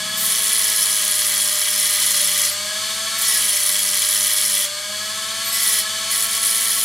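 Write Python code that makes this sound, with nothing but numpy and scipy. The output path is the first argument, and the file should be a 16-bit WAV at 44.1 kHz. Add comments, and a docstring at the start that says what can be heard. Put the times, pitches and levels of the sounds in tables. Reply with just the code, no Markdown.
"""At a workbench in a quiet room, a small rotary tool cuts a plastic part close to the microphone.
One shaft sets every rhythm of the tool: the commutator whines, fan and brushes whirr, the bearings
sing, and all sag in pitch as the thin abrasive disc bites. The disc runs out of true, so it chatters
on the plastic in short spells and grinds in one gritty burst per turn.
Mains hum lies underneath, and a low drone dies away at the start."""
import sys
import numpy as np
from scipy import signal
from scipy.fft import rfft, irfft, next_fast_len
from scipy.io import wavfile
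from scipy.ndimage import uniform_filter1d

SR = 44100
rng = np.random.default_rng(int(sys.argv[2]) if len(sys.argv) > 2 else 0)


def unload_wav(signal):
    """Save mono or channel-first audio to the path in sys.argv[1] as 16-bit WAV at rate SR, clipped to [-1, 1]."""
    wavfile.write(
        sys.argv[1],
        SR,
        np.round(np.clip(np.atleast_2d(signal).T, -1, 1) * 32767).astype(np.int16),
    )


N = 301644

# Partials of the mains hum and of the low drone. Each row: frequency in Hz, level in dB.
HUM_PARTIALS = [(50, -85), (100, -55), (150, -74), (200, -56), (300, -70)]
DRONE_PARTIALS = [(59, -62), (118, -57), (177.5, -45.5), (237, -50)]
# Broad spectra of the room's air, fan and brushes, the disc's rim and the rasping plastic.
# Each row: frequency in Hz, relative spectral density in dB.
ROOM_SPECTRUM = [(15, -27), (50, -18), (160, 2), (400, -5), (2000, -19.5), (15000, -47)]
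WHIRR_SPECTRUM = [(60, -22), (300, -31), (700, -15), (1100, -10), (2000, -9), (2600, -7), (4500, -8),
                  (5400, -7), (7500, -7), (10800, -9), (12300, -15), (14000, -19.5), (15800, -28)]
HISS_SPECTRUM = [(500, -39.5), (4000, -20), (7500, -9.5), (8900, -7), (10300, -2.5), (11600, -5),
                 (12800, -11.5), (14000, -10.5), (15800, -18.5)]
RASP_SPECTRUM = [(150, -42), (720, -19), (1150, -5.5), (1500, -12.5), (2600, -4), (4000, 0), (6000, -0.5),
                 (7500, -1), (9500, -1), (15800, -31)]
# Resonances of the housing, the hand-held body, the disc and the plastic part.
# Each row: frequency in Hz, width in Hz, boost in dB.
HOUSING_MODES = [(753, 52, -13.5), (980, 63, -9), (1110, 92, 6), (1328, 48, 3), (1685, 85, 9.5),
                 (2250, 113, 8), (2490, 80, -3), (3043, 105, 9.5), (3360, 150, 11.5), (3710, 81, 6.5),
                 (4230, 230, 2.5), (4456, 560, 9.5), (6370, 99, 5.5), (7470, 110, 7.5)]
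BODY_MODES = [(431, 40, 8.5)]
DISC_MODES = [(8400, 73, 3.9), (9820, 530, 7.3), (10430, 240, 3.6), (10900, 190, 5.7), (13500, 490, 4.9)]
PLASTIC_MODES = [(735, 67, -12), (1530, 70, 0), (1872, 136, 12), (2015, 84, 15), (2110, 60, -7),
                 (2300, 63, 11), (2570, 100, -6.5), (3048, 91, 9.5), (3315, 134, 13), (4190, 240, 6.5),
                 (4630, 230, -7), (5120, 69, 9), (5400, 66, 11), (5860, 69, 10), (6300, 110, 4.5),
                 (6780, 130, -5), (7050, 190, 7.5)]
# Commutator pitch, sagging under load and recovering. Each row: time in seconds, frequency in Hz.
WHINE_PITCH = [(0.0, 627), (0.23, 645.5), (0.59, 641.5), (1.31, 604), (2.0, 612), (2.17, 598.2),
               (2.48, 594.2), (2.82, 640.3), (3.12, 661), (3.26, 659.6), (3.5, 610), (3.64, 604),
               (4.4, 612.4), (4.61, 590), (4.67, 589), (5.03, 635.5), (5.43, 664), (5.6, 667.3),
               (5.77, 636.3), (6.19, 662.4), (6.8, 656.5), (6.84, 656)]
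# The whirr as the tool shifts in the hand. Each row: time in seconds, gain in dB.
WHIRR_GAIN = [(0, 0.5), (1.5, 0), (2.9, 1.6), (3.8, 0), (4.8, -1), (5.3, -0.5), (5.95, 1), (6.84, -1)]
# Tones of rotor and ball bearings. Each row: multiple of the shaft speed, relative level in dB.
BEARING_TONES = [(8, -10), (10, -8), (10.12, -8.5), (10.23, -12), (12, -14), (12.12, -2.5), (12.23, -10),
                 (14.23, -13), (15.06, -12), (15.89, -7), (16, -11), (16.12, -7), (18, -11), (18.34, -9),
                 (20.11, -11), (21.77, -11), (22, -11), (27.89, -12), (28.34, -7), (31.66, -7), (32, -11),
                 (34.44, -4), (39.68, -8), (43.44, -8)]
# Shaft vibration. Each row: multiple of the shaft speed, level in dB running free, level in dB loaded.
SHAFT_HARMONICS = [(1, -63, -65), (2, -52, -53), (4, -66, -59)]
# The disc pressed into the plastic. Each row: start, end and attack in seconds, strength in dB,
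# once-a-turn swing in dB, seconds until that swing is full, initial rasp relative to hiss in dB.
CUTS = [(.16, 2.53, .15, .2, 4, .25, -4.6), (3.17, 4.69, .06, .3, 4.6, .6, -4.3),
        (5.5, 5.85, .15, 1.8, 2, .3, -6), (6.09, 6.3, .025, 0, 5, .07, -6),
        (6.27, 6.42, .07, -2.5, 4, .05, -4.5), (6.39, 6.76, .05, 0, 4.5, .05, -6),
        (6.69, 6.9, .1, -1, 3, .05, -5)]
# Spells of chatter. Each row: start and end in seconds, knock and squeal levels in dB, squeal in Hz.
CHATTER_SPELLS = [(.17, 0.267, -49, -26.5, 14000), (0.175, 0.277, -49, -26, 11700),
                  (1.77, 2.05, -30, -45, 13900), (2.51, 2.54, -31, -28, 11900),
                  (3.175, 3.24, -40, -28, 13300), (3.24, 3.398, -27.5, -42, 13800),
                  (5.449, 5.505, -42, -27.5, 11800), (5.52, 5.572, -33, -22.5, 11340),
                  (5.542, 5.807, -30, -42, 14500), (6.73, 6.846, -46, -31, 13600)]
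# Modes struck by a tap. Each row: frequency in Hz, width in Hz, relative level in dB.
KNOCK_MODES = [(1700, 50, -2), (1965, 90, 1), (3020, 200, -11), (4080, 250, -4), (5150, 160, 0),
               (5560, 220, -1), (7050, 400, -9)]
# High modes of the disc. Each row: ratio to the squeal pitch, width in Hz, relative level in dB.
SQUEAL_MODES = [(.72, 350, -9.5), (1, 280, -4.5), (1.025, 700, -7.5)]
# Stereo width of the reflections. Each row: frequency in Hz, gain of the side signal in dB.
SIDE_SPECTRUM = [(130, -63), (330, -14), (600, -34), (1100, -16), (2500, -22), (4200, -15.5), (9000, -10.5),
                 (14000, -43)]

SWITCHES_PER_TURN, WORKING_TURNS_PER_S = 6, 105


def from_db(db):
    """Amplitude grows tenfold for every 20 dB."""
    return 10 ** (np.asarray(db) / 20)


def unit_power(x):
    """Division by the RMS value gives a mean power of one."""
    return x / np.sqrt(np.mean(x ** 2) + 1e-20)


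def curve(rows):
    """Linear interpolation turns (seconds, value) rows into a value at every sample."""
    seconds, values = np.transpose(rows)
    return np.interp(np.arange(N) / SR, seconds, values)


def drift(corner_hz):
    """Low-passed noise wanders at random, with an RMS value of one."""
    step, settling = 20, 4000  # one value per 20 samples; the filter's onset is dropped
    pole = np.exp(-2 * np.pi * corner_hz * step / SR)
    noise = rng.standard_normal(N // step + settling + 2)
    slow = signal.lfilter([1], [1, -2 * pole, pole * pole], noise)[settling:]
    return np.interp(np.arange(N) / step, np.arange(len(slow)), unit_power(slow))


def sine(cycles):
    """A simple harmonic oscillation has unit power here, and a random starting phase."""
    return np.sqrt(2) * np.sin(2 * np.pi * (cycles + rng.random()))


def colour(x, spectrum=((1000, 0),), modes=()):
    """A minimum-phase filter lets resonances ring after their cause; the default spectrum is flat."""
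    size = 2 * next_fast_len(N // 2 + SR // 10)
    hz = np.maximum(np.arange(size // 2 + 1) * SR / size, 1)
    points = np.array(spectrum)
    db = np.interp(np.log(hz), np.log(points[:, 0]), points[:, 1])
    for centre, width, boost in modes:
        db = db + boost / (1 + (2 * (hz - centre) / width) ** 2)
    # folding the cepstrum onto positive time makes the filter causal
    cepstrum = irfft(db * np.log(10) / 20)
    cepstrum[1:size // 2] *= 2
    cepstrum[size // 2 + 1:] = 0
    return irfft(rfft(x, size) * np.exp(rfft(cepstrum)))[:N]


def ring(x, modes):
    """Damped modes driven by one force superpose, here with alternating signs and unit total power."""
    out = 0
    for k, (hz, width, db) in enumerate(modes):
        r = np.exp(-np.pi * width / SR)
        mode = signal.lfilter([1, 0, -1], [1, -2 * r * np.cos(2 * np.pi * hz / SR), r * r], x)
        out = out + (-1) ** k * from_db(db) * (1 - r * r) / 2 * mode
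    return unit_power(out)


def background():
    """Mains harmonics, an exponentially fading drone and the room's air add by superposition."""
    t = np.arange(N) / SR
    hold_s, fade_db_per_s = 0.26, 90
    hum = sum(from_db(db) * sine(hz * t) for hz, db in HUM_PARTIALS)
    drone = sum(from_db(db) * sine(hz * t) for hz, db in DRONE_PARTIALS)
    fade = from_db(-fade_db_per_s * np.maximum(t - hold_s, 0))
    air = unit_power(colour(rng.standard_normal(N), ROOM_SPECTRUM))
    return hum + fade * drone + from_db(-56) * air


def whirr(turns, swell_db, flutter_db, sing_db, tone_count):
    """Rotation modulates air and brush noise and faint bearing tones twice a turn; the housing rings."""
    swell = from_db(swell_db * np.cos(4 * np.pi * turns) + flutter_db * drift(9.2))
    multiples = 44 + 95 * (np.arange(tone_count) + rng.random(tone_count)) / tone_count
    rolling = turns + .0025 * drift(30)
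    singing = unit_power(sum(rng.rayleigh() * sine(multiple * rolling) for multiple in multiples))
    excitation = (rng.standard_normal(N) + from_db(sing_db) * singing) * swell
    return unit_power(colour(excitation, WHIRR_SPECTRUM, HOUSING_MODES))


def bearings(turns):
    """Close pairs of tones beat, and each swells as it glides through a resonance of the housing."""
    tones = 0
    for multiple, db in BEARING_TONES:
        unrest = np.sqrt(multiple / 10)  # higher tones are less steady
        gain = from_db(db + 1.5 * unrest * drift(16))
        tones = tones + gain * sine(multiple * turns + .012 * unrest ** 2 * drift(8))
    return colour(tones, modes=HOUSING_MODES)


def whine(turns, waver_db):
    """Periodic switching of the commutator gives a tone at a multiple of the shaft speed."""
    return from_db(waver_db * drift(28)) * sine(SWITCHES_PER_TURN * turns)


def shake(turns, load):
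    """An unbalanced shaft forces the body to vibrate; the top harmonic grows under load."""
    tones = sum(from_db(free_db + load * (loaded_db - free_db)) * sine(multiple * turns)
                for multiple, free_db, loaded_db in SHAFT_HARMONICS)
    return colour(tones, modes=BODY_MODES)


def motor(turns, speed, load):
    """Four sources locked to one shaft superpose, their levels following its speed or load."""
    excess_speed = speed - WORKING_TURNS_PER_S
    air = whirr(turns, swell_db=1.5, flutter_db=.4, sing_db=-5, tone_count=80)
    return (from_db(-26 + 0.19 * excess_speed + curve(WHIRR_GAIN)) * air
            + from_db(-43 + 0.22 * excess_speed - 1.4 * load) * bearings(turns)
            + from_db(-41.5 - 0.34 * excess_speed - 4 * load) * whine(turns, waver_db=2.0)
            + shake(turns, load))


def pressing():
    """Contact force rises, holds and lets go in each cut, setting the load (0-1) and the grinding."""
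    t = np.arange(N) / SR
    grind_db, release_s = -18.5, .06
    bite_db, bite_s = 1, 0.19  # a fresh bite is louder, then eases
    deepening_db_per_s = 1.3  # the plastic rings more as the slot deepens
    load, grind_gain, swing_db, rasp_db = np.zeros((4, N))
    for start, end, attack_s, strength_db, full_swing_db, seating_s, first_rasp_db in CUTS:
        age = np.maximum(t - start, 0)
        touch = np.clip(np.minimum(age / attack_s, (end - t) / release_s), 0, 1)
        load = load + touch
        grind_gain += touch * from_db(grind_db + strength_db + bite_db * np.exp(-age / bite_s))
        swing_db = np.where(t > start, full_swing_db * np.minimum(age / seating_s, 1) ** 2, swing_db)
        rasp_db = np.where(t > start, first_rasp_db + deepening_db_per_s * age, rasp_db)
    hand_waver = from_db(.3 * drift(2.8))
    return np.minimum(load, 1), grind_gain * hand_waver, swing_db, rasp_db


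def grit(contact, spread_db, dust, grains_per_s=11000):
    """Random impacts of uneven abrasive grains make shot noise over finer dust; contact modulates both."""
    strikes = (rng.random(N) < grains_per_s / SR) * rng.choice([-1, 1], N)
    sizes = from_db(spread_db * np.minimum(rng.exponential(1, N), 5))
    envelope = contact / np.sqrt(uniform_filter1d(contact ** 2, SR // 20))
    return envelope * (unit_power(strikes * sizes) + dust * rng.standard_normal(N))


def shifting_contact(x, fast_db, slow_db, band_count):
    """A moving point of excitation drives each frequency band now more, now less strongly."""
    size = next_fast_len(N)
    spectrum = rfft(x, size)
    band_position = band_count * np.sqrt(np.linspace(0, 1, len(spectrum)))
    out = 0
    for k in range(band_count):
        band = irfft(spectrum * np.maximum(1 - np.abs(band_position - k), 0), size)[:N]
        out = out + band * from_db(fast_db * drift(55) + slow_db * drift(6))
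    return unit_power(out)


def grinding(turns, swing_db, rasp_db):
    """Runout modulates abrasion: the rim hisses most at its high side, the plastic rasps more evenly."""
    angle = 2 * np.pi * (turns + 0.19 * drift(8.0))  # the contact point wanders round the rim
    contact_db = -swing_db * np.cos(angle) - 2.5 * np.cos(2 * angle)
    rim_grit = grit(from_db(contact_db - 2.5 * drift(200)), spread_db=0.5, dust=0.38)
    plastic_grit = grit(from_db(0.59 * contact_db + 1.6 * drift(106)), spread_db=3.0, dust=0.62)
    hiss = unit_power(colour(rim_grit, HISS_SPECTRUM, DISC_MODES))
    rasp = unit_power(colour(plastic_grit, RASP_SPECTRUM, PLASTIC_MODES))
    return shifting_contact(hiss + from_db(rasp_db) * rasp, fast_db=2.0, slow_db=0.64, band_count=20)


def chatter(turns, ramp_s, decay_per_tap):
    """The warped disc taps twice a turn: impact excites a knock, and friction a short squeal."""
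    t = np.arange(N) / SR
    taps = unit_power(np.diff(np.floor(2 * turns), prepend=0) * from_db(.5 * drift(80)))
    rub = unit_power(np.exp(-decay_per_tap * (2 * turns % 1)) * rng.standard_normal(N))
    knock = ring(taps, KNOCK_MODES)
    out = 0
    for start, end, knock_db, squeal_db, squeal_hz in CHATTER_SPELLS:
        gate = np.clip(np.minimum(t - start, end - t) / ramp_s + .5, 0, 1)
        squeal = ring(rub, [(ratio * squeal_hz, width, db) for ratio, width, db in SQUEAL_MODES])
        out = out + gate * (from_db(knock_db) * knock + from_db(squeal_db) * squeal)
    return out


def bench_reflections(x, pan_db, side_db, decay_s):
    """Reflections that differ between the microphone's two sides give the direct sound stereo width."""
    t = np.arange(SR // 20) / SR
    echoes = rng.standard_normal(len(t)) * np.exp(-t / decay_s)
    reflected = signal.fftconvolve(x, echoes / np.linalg.norm(echoes))[:N]
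    side = from_db(side_db) * colour(reflected, SIDE_SPECTRUM)
    return np.array([x * from_db(pan_db / 2) + side, x * from_db(-pan_db / 2) - side])


def scene():
    """Shaft angle, the integral of speed, keeps motor, grinding and chatter in step."""
    speed = curve(WHINE_PITCH) / SWITCHES_PER_TURN  # turns per second
    turns = np.cumsum(speed * (1 + .0007 * drift(15))) / SR
    load, grind_gain, swing_db, rasp_db = pressing()
    cut = grind_gain * grinding(turns, swing_db, rasp_db)
    cut = cut + chatter(turns, ramp_s=0.02, decay_per_tap=1.8)
    return (bench_reflections(motor(turns, speed, load), pan_db=1.0, side_db=1, decay_s=0.018)
            + bench_reflections(cut, pan_db=0, side_db=-6.5, decay_s=0.0087)
            + background())


def record(dry):
    """Soft saturation rounds the peaks, and a steep low-pass filter removes the highest treble."""
    ceiling, cutoff_hz = 0.64, 15800
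    rounded = ceiling * np.tanh(dry / ceiling)
    return signal.sosfilt(signal.ellip(14, .1, 90, cutoff_hz, fs=SR, output="sos"), rounded)


dry = scene()
out = record(dry)
unload_wav(out)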